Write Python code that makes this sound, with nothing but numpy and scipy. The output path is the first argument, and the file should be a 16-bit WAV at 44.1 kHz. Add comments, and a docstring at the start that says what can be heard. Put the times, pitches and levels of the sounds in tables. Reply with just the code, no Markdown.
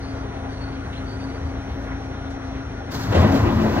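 """A pressure wave, probably from a passing train, slams against a moving subway car and leaves a loud roar
that rings in the body; air hisses suddenly just before. Until then wheels rumble, flanges sing faintly,
the drive whines and a fan hums. Roar, air and rolling are shaped noise with moving levels;
low swells, squeals, whine and hum are sines, and two microphone ports hear each source slightly differently."""
import sys
import numpy as np
from scipy import signal
from scipy.fft import rfft, irfft
from scipy.io import wavfile

SR = 44100
rng = np.random.default_rng(int(sys.argv[2]) if len(sys.argv) > 2 else 0)


def put_to_file(sound):
    """Save the sound as 16-bit audio at rate SR, in the file named by the first command-line argument."""
    columns = np.atleast_2d(sound).T  # one column per channel
    safe = np.clip(columns, -1, 1)
    whole_steps = np.round(safe * 32767)
    wavfile.write(sys.argv[1], SR, whole_steps.astype(np.int16))


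N = 167580
T = np.arange(N) / SR
HZ = np.fft.rfftfreq(N, 1 / SR)

# phase between the microphone ports, negative = the right leads: (frequency [Hz], lag of the right [rad])
PORT_PHASE = [(60, 0), (250, -0.48), (780, -1.05), (1250, -0.5), (2500, -1.8), (5000, -2.5), (11300, -3),
              (12300, -5.5)]


def passing_train():
    """The pressure wave is heard as a roar, slams of air and brief tonal swells."""
    return roar() + slams() + tonal_swells()


def roar(buffet_db=0.4, bass_edge_hz=142, bass_fade_s=3.55, bass_fade_db_per_s=27):
    """Buffeted noise rings in the car body; its bass fades while the patchy rush above it stays."""
    # roar before its level curve: (frequency [Hz], density [dB per Hz])
    roar_spectrum = [(22, -66), (52, -47.5), (68, -46.5), (95, -38.5), (130, -45.5), (180, -43),
                     (260, -46.5), (340, -47.5), (420, -53.5), (600, -53), (1000, -58), (1500, -63),
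                     (2000, -70.5), (2600, -71.5), (4000, -78), (5200, -93.5), (8000, -105.5),
                     (15000, -110)]
    # rise and surges of the roar: (time [s], level [dB])
    roar_level = [(2.93, -19), (3.04, -18), (3.10, -10), (3.13, -4.5), (3.16, 0), (3.24, 3), (3.315, -1.5),
                  (3.355, 0), (3.39, -4), (3.49, 1), (3.56, -4.5), (3.61, -1), (3.67, -1.5), (3.74, -2),
                  (3.785, 2)]
    # resonances of the car body: (frequency [Hz], width [Hz], level above the roar [dB])
    body_modes = [(221.2, 22, 4), (280, 17, 3.5), (337.5, 22, 3.5), (447, 14, -2), (627, 39, -1.5),
                  (680, 12, 2), (982, 59, -1.5), (1980, 20, 7.5)]
    level_db = np.interp(T, *np.transpose(roar_level), left=-100)
    colour = read(roar_spectrum) + peaks(body_modes) + standing_waves()

    # split into bass and rush at the bass edge
    slope = ((HZ + 1) / bass_edge_hz) ** 8
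    bass = noise(colour - 10 * np.log10(1 + slope))
    bass = bass * amp(-bass_fade_db_per_s * np.maximum(T - bass_fade_s, 0))
    rush = noise(colour - 10 * np.log10(1 + 1 / slope))
    rush = patchy(rush, depth_db=1.83, rate_hz=18)
    return (bass + rush) * amp(level_db + buffet_db * drift(35))


def slams():
    """Air slams on the wall and rattles it: noise in quick bursts."""
    # slams of air: (start [s], rise [s], decay [s], level over the rattle [dB])
    slam_times = [(3.119, 0.0074, 0.021, -2), (3.143, 0.0081, 0.11, -2), (3.335, 0.026, 0.07, -10)]
    # rattle of the wall: (frequency [Hz], density before the slam levels [dB per Hz])
    rattle_spectrum = [(100, -58), (350, -47.5), (650, -43.5), (1000, -56.5), (1900, -61), (3300, -64.5),
                       (5000, -73), (8000, -80), (15000, -104)]
    return bursts(slam_times) * noise(read(rattle_spectrum))


def tonal_swells():
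    """Low, brief tonal swells in the roar: sines under bell-shaped swells."""
    # tonal swells: (middle [s], half length [s], frequency [Hz], level at the middle [dB])
    swells = [(3.103, 0.016, 105, -22), (3.188, 0.022, 84.8, -12.5), (3.228, 0.012, 200, -21),
              (3.242, 0.017, 104, -16.5), (3.293, 0.013, 98, -20.5), (3.332, 0.038, 273.5, -21),
              (3.355, 0.0054, 234.1, -14), (3.41, 0.015, 104.8, -20), (3.438, 0.011, 82.1, -16.5),
              (3.475, 0.021, 222.8, -21), (3.567, 0.0088, 99.7, -17), (3.628, 0.052, 220.6, -21)]
    out = 0
    for middle, half, hz, db in swells:
        bell = np.exp(-.5 * ((T - middle) / half) ** 2)
        out = out + tone(np.full(N, hz), db, 0) * bell
    return out


def air(start_s=2.9, rise_s=0.023, hold_db=-3.5, flutter_db=1.3, draught_rise_s=.05):
    """Air spurts over a fluttering hiss; a deeper draught swells behind it."""
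    # rush of air before the hold level: (frequency [Hz], density [dB per Hz])
    hiss_spectrum = [(40, -87), (400, -81), (1100, -73), (2500, -83), (4300, -75), (6200, -79.5),
                     (9500, -91), (12500, -88), (15500, -94)]
    # draught before its standing waves: (frequency [Hz], density [dB per Hz])
    draught_spectrum = [(40, -68), (100, -57.5), (200, -56.5), (330, -65), (600, -67), (1100, -67),
                        (1700, -73), (3000, -86), (8000, -115)]
    # spurts of air: (start [s], rise [s], decay [s], level relative to the steady hiss [dB])
    spurts = [(2.908, 0.014, 0.015, 3), (2.935, .012, 0.041, 2.5), (3.025, .015, 0.029, -5),
              (3.19, 0.025, 0.023, -5), (3.315, 0.0086, 0.015, 0.5), (3.335, 0.016, 0.023, 1.5)]
    flow = np.clip((T - start_s) / rise_s, 0, 1) + bursts(spurts)
    hiss = noise(read(hiss_spectrum)) * flow * amp(hold_db + flutter_db * drift(18))
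    draught = noise(read(draught_spectrum) + standing_waves())
    return hiss + draught * np.clip((T - start_s) / draught_rise_s, 0, 1)


def rolling():
    """Wheels on the rail: a steady rumble, jolts, scuffs and a thin hiss."""
    return rumble() + jolts() + scuffs_and_hiss()


def rumble(swell_db=.25, flutter_db=.5):
    """Rolling noise excites the cabin's resonances and wavers in level."""
    # rolling noise before the cabin colours it: (frequency [Hz], density [dB per Hz])
    rolling_spectrum = [(18, -76), (28, -69.5), (40, -65.5), (52, -52), (76, -55), (96, -67), (140, -57.5),
                        (175, -64), (330, -63.5), (500, -67), (760, -67.5), (920, -71.5), (1400, -73),
                        (1900, -78), (2400, -80.5), (3500, -86), (4400, -88.5), (5200, -100.5),
                        (5850, -89.5), (6300, -99), (9000, -105), (10200, -114), (12500, -119),
                        (15500, -127)]
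    # resonances of the cabin: (frequency [Hz], width [Hz], level above the rolling noise [dB])
    cabin_modes = [(267.7, 19, 6), (664, 36, -3.5), (801, 31, 1.5), (1095, 14, 2), (1187, 33, 4.5),
                   (1345, 40, 5), (1424, 62, 4), (1930, 94, 3)]
    out = noise(read(rolling_spectrum) + peaks(cabin_modes) + standing_waves())
    out = out * amp(swell_db * drift(1.8) + flutter_db * drift(21))
    return patchy(out, depth_db=1.3, rate_hz=12)


def jolts():
    """Jolts of the track thud through the car: low noise under smooth arches."""
    # jolts of the track: (start [s], length [s], level over the thud [dB])
    jolt_times = [(1.25, 0.3, -3.5), (1.66, 0.098, -1)]
    # thud before the jolt levels: (frequency [Hz], density [dB per Hz])
    thud_spectrum = [(25, -75), (45, -52), (80, -35), (130, -78), (250, -93), (2000, -140)]
    return noise(read(thud_spectrum)) * sum(amp(db) * arch(s, length) for s, length, db in jolt_times)


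def scuffs_and_hiss(grain_db=2.0):
    """Bands of noise, scuffs and a thin hiss under the squeals, share one grainy level."""
    # scuffs, and a narrow hiss at 4420 Hz: (start [s], length [s], centre [Hz], half width [octaves],
    # density [dB per Hz], skew [under 1 = quick attack])
    bands = [(0.92, 0.11, 2800, 0.52, -78.5, 0.44), (1.85, 0.15, 1400, 0.65, -72, 0.66),
             (2.30, 0.066, 4000, 0.84, -87, 0.32), (0.82, 1.6, 7400, 0.5, -101, 0.32),
             (.5, .3, 4420, .04, -78, .9), (1.6, 0.32, 12000, .25, -110, 1.2)]
    grain = amp(grain_db * drift(160))
    out = 0
    for s, length, hz, octaves, db, skew in bands:
        distance = np.log2((HZ + 1) / hz) / octaves
        band = noise(db - 10 * np.log10(1 + distance ** 8))
        out = out + band * arch(s, length, skew) * grain
    return out


def flanges(wander_hz=14, edge_s=0.022, lag=-2.04, chatter_db=3, chatter_hz=90):
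    """A wheel mode catches and sings in short stretches, chattering as it sticks and slips."""
    # flange squeals: (start [s], length [s], start pitch [Hz], end pitch [Hz], level before chatter [dB])
    squeals = [(0, .15, 4840, 4800, -57.5), (0, 0.14, 4350, 4240, -55), (.15, .11, 4820, 4700, -61),
               (0.467, .12, 4640, 4510, -58), (0.515, 0.37, 4490, 4455, -61.5),
               (.6, 0.073, 4440, 4450, -50), (.71, .06, 4770, 4830, -60), (0.956, 0.055, 4100, 4180, -53),
               (1.05, 0.13, 4530, 4560, -52), (1.176, 0.095, 4570, 4570, -49.5),
               (1.255, 0.14, 4500, 4620, -57), (1.413, 0.13, 4640, 4650, -64)]
    out = 0
    for s, length, start_hz, end_hz, db in squeals:
        pitch = np.interp(T, [s, s + length], [start_hz, end_hz]) + wander_hz * drift(100)
        level_db = db + chatter_db * drift(chatter_hz)
        out = out + stroke(s, length, edge_s) * tone(pitch, level_db, lag)
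    return out


def drive(wander_hz=1.2, waver_db=1.2, shift_s=1.3, shift_length_s=0.27):
    """Thin electrical and motor tones; their balance shifts once, as the tone at 5739 Hz rises."""
    # mean pitch of each tone of the motors and drive: [Hz]
    pitches = [690, 1421, 1821, 2051, 2131, 5286, 5620, 5739, 5858, 5980, 8608, 8969]
    # the same tones: (level before the shift [dB], lag of the right port [rad], change at the shift [dB])
    balance = [(-55, -0.5, 1.5), (-60.5, 2, 0.5), (-58, -1.5, -0.5), (-58.5, -1.5, -2), (-62.5, -2, -2),
               (-76.5, -1, 0.5), (-76.5, 4.5, -1), (-68.5, 2, 8), (-64.5, 1.5, -1), (-62.5, 2.5, -2.5),
               (-67, 4, -3.5), (-65, 3.5, -0.5)]
    shift = np.clip((T - shift_s) / shift_length_s, 0, 1)
    out = 0
    for hz, (db, lag, change_db) in zip(pitches, balance):
        level_db = db + change_db * shift + waver_db * drift(10)
        out = out + tone(hz + wander_hz * drift(12), level_db, lag)
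    return out


def fan(shaft_hz=26.95, wander=0.004, smear_hz=1.6, waver_db=1.2):
    """The hum is orders of one nearly steady shaft, each slightly unsteady in pitch and level."""
    # orders of the hum: (multiple of the shaft speed, mean level [dB])
    orders = [(1, -56), (2, -41), (3, -39.5), (4, -38), (5, -47.5), (10, -37), (18, -58)]
    speed = shaft_hz * (1 + wander * drift(9.3))
    out = 0
    for k, db in orders:
        pitch = k * speed + smear_hz * drift(12.5)
        out = out + tone(pitch, db + waver_db * drift(8), read(PORT_PHASE, k * shaft_hz))
    return out


def amp(db):
    """Decibels to gain."""
    return 10 ** (np.asarray(db) / 20)


def read(points, hz=HZ):
    """A table joined by straight lines over log frequency."""
    f, value = np.transpose(points)
    return np.interp(np.log(hz + 1), np.log(f + 1), value)


def drift(rate_hz):
    """Random wander of unit RMS, with little movement faster than the rate."""
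    x = irfft(rfft(rng.standard_normal(N)) * np.exp(-(HZ / rate_hz) ** 2) * (HZ > 0), N)
    return x / x.std()


def ports(hz):
    """Left and right gain at each frequency; their mean power stays at one."""
    # balance of the ports: (frequency [Hz], left minus right [dB])
    balance = [(60, 1.7), (150, 1.4), (380, 5.1), (950, 2), (2380, 0.2), (15000, 0.34)]
    lean = amp(read(balance, hz))
    return np.array([lean, np.ones_like(lean)]) * np.sqrt(2 / (1 + lean ** 2))


def noise(density_db):
    """Noise of the given spectrum, partly shared by the two ports and shifted in phase at the right."""
    # likeness of the ports, held between the bass floor and 1: (frequency [Hz], coherence)
    likeness = [(60, 3.5), (130, -0.5), (290, 2), (640, 0.62), (1400, 0.42), (2500, 1), (4500, 0.72),
                (7000, 0.3), (9500, 1.5), (11200, 1), (13000, 3.5)]
    # long waves reach both ports alike: (frequency [Hz], least coherence)
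    bass_likeness = [(60, .997), (130, .985), (290, .94), (640, .55), (1500, 0)]
    left, other = rfft(rng.standard_normal((2, N)))
    same = np.clip(read(likeness), read(bass_likeness), 1)
    right = (same * left + np.sqrt(1 - same ** 2) * other) * np.exp(-1j * read(PORT_PHASE))
    return irfft(np.array([left, right]) * ports(HZ) * amp(density_db), N) * np.sqrt(SR / 2)


def tone(hz, level_db, lag):
    """A sine along a pitch curve at an RMS level, as the two ports hear it."""
    phase = 2 * np.pi * np.cumsum(hz) / SR + 2 * np.pi * rng.random()
    return np.sqrt(2) * amp(level_db) * ports(hz.mean())[:, None] * np.sin([phase, phase - lag])


def peaks(table):
    """The lift in dB that resonances give to a spectrum."""
    power = sum(amp(db) ** 2 / (1 + (2 * (HZ - hz) / width) ** 2) ** 2 for hz, width, db in table)
    return 10 * np.log10(1 + power)


def standing_waves(depth_db=2.4, echo_s=0.015):
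    """Fine ripple over frequency, in dB, from echoes between the hard walls; weaker in the bass."""
    ripple = rfft(rng.standard_normal(N) * np.exp(-T / echo_s)).real
    return depth_db * ripple / ripple.std() * HZ / (HZ + 400)


def patchy(x, depth_db, rate_hz, count=10):
    """Overlapping bands swell and sink on their own; the lowest one holds steady."""
    place = np.interp(np.log(HZ + 1), np.log([300, 5000]), [0, count - 1])
    spectrum = rfft(x)
    gains = [1] + [amp(depth_db * drift(rate_hz)) for _ in range(count - 1)]
    return sum(irfft(spectrum * np.maximum(1 - abs(place - k), 0), N) * gain for k, gain in enumerate(gains))


def arch(start, length, skew=1):
    """A smooth swell; skew under 1 brings its top forward."""
    return np.sin(np.pi * np.clip((T - start) / length, 0, 1) ** skew)


def bursts(table):
    """The summed envelope of straight rises and exponential decays."""
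    out = 0
    for s, rise, decay, db in table:
        fall = np.exp(-np.maximum(T - s - rise, 0) / decay)
        out = out + amp(db) * np.clip((T - s) / rise, 0, 1) * fall
    return out


def stroke(start, length, edge_s):
    """A held envelope with a quick start and stop."""
    return np.clip(np.minimum(T - start, start + length - T) / edge_s, 0, 1)


def scene():
    """Everything heard inside the car."""
    return passing_train() + air() + rolling() + flanges() + drive() + fan()


def record(dry):
    """The recorder's band limit: a steep low-pass at 15850 Hz."""
    lowpass = signal.firwin(511, 15850, window=("kaiser", 9), fs=SR)
    return signal.oaconvolve(dry, lowpass[None], "same")


dry = scene()
out = record(dry)
put_to_file(out)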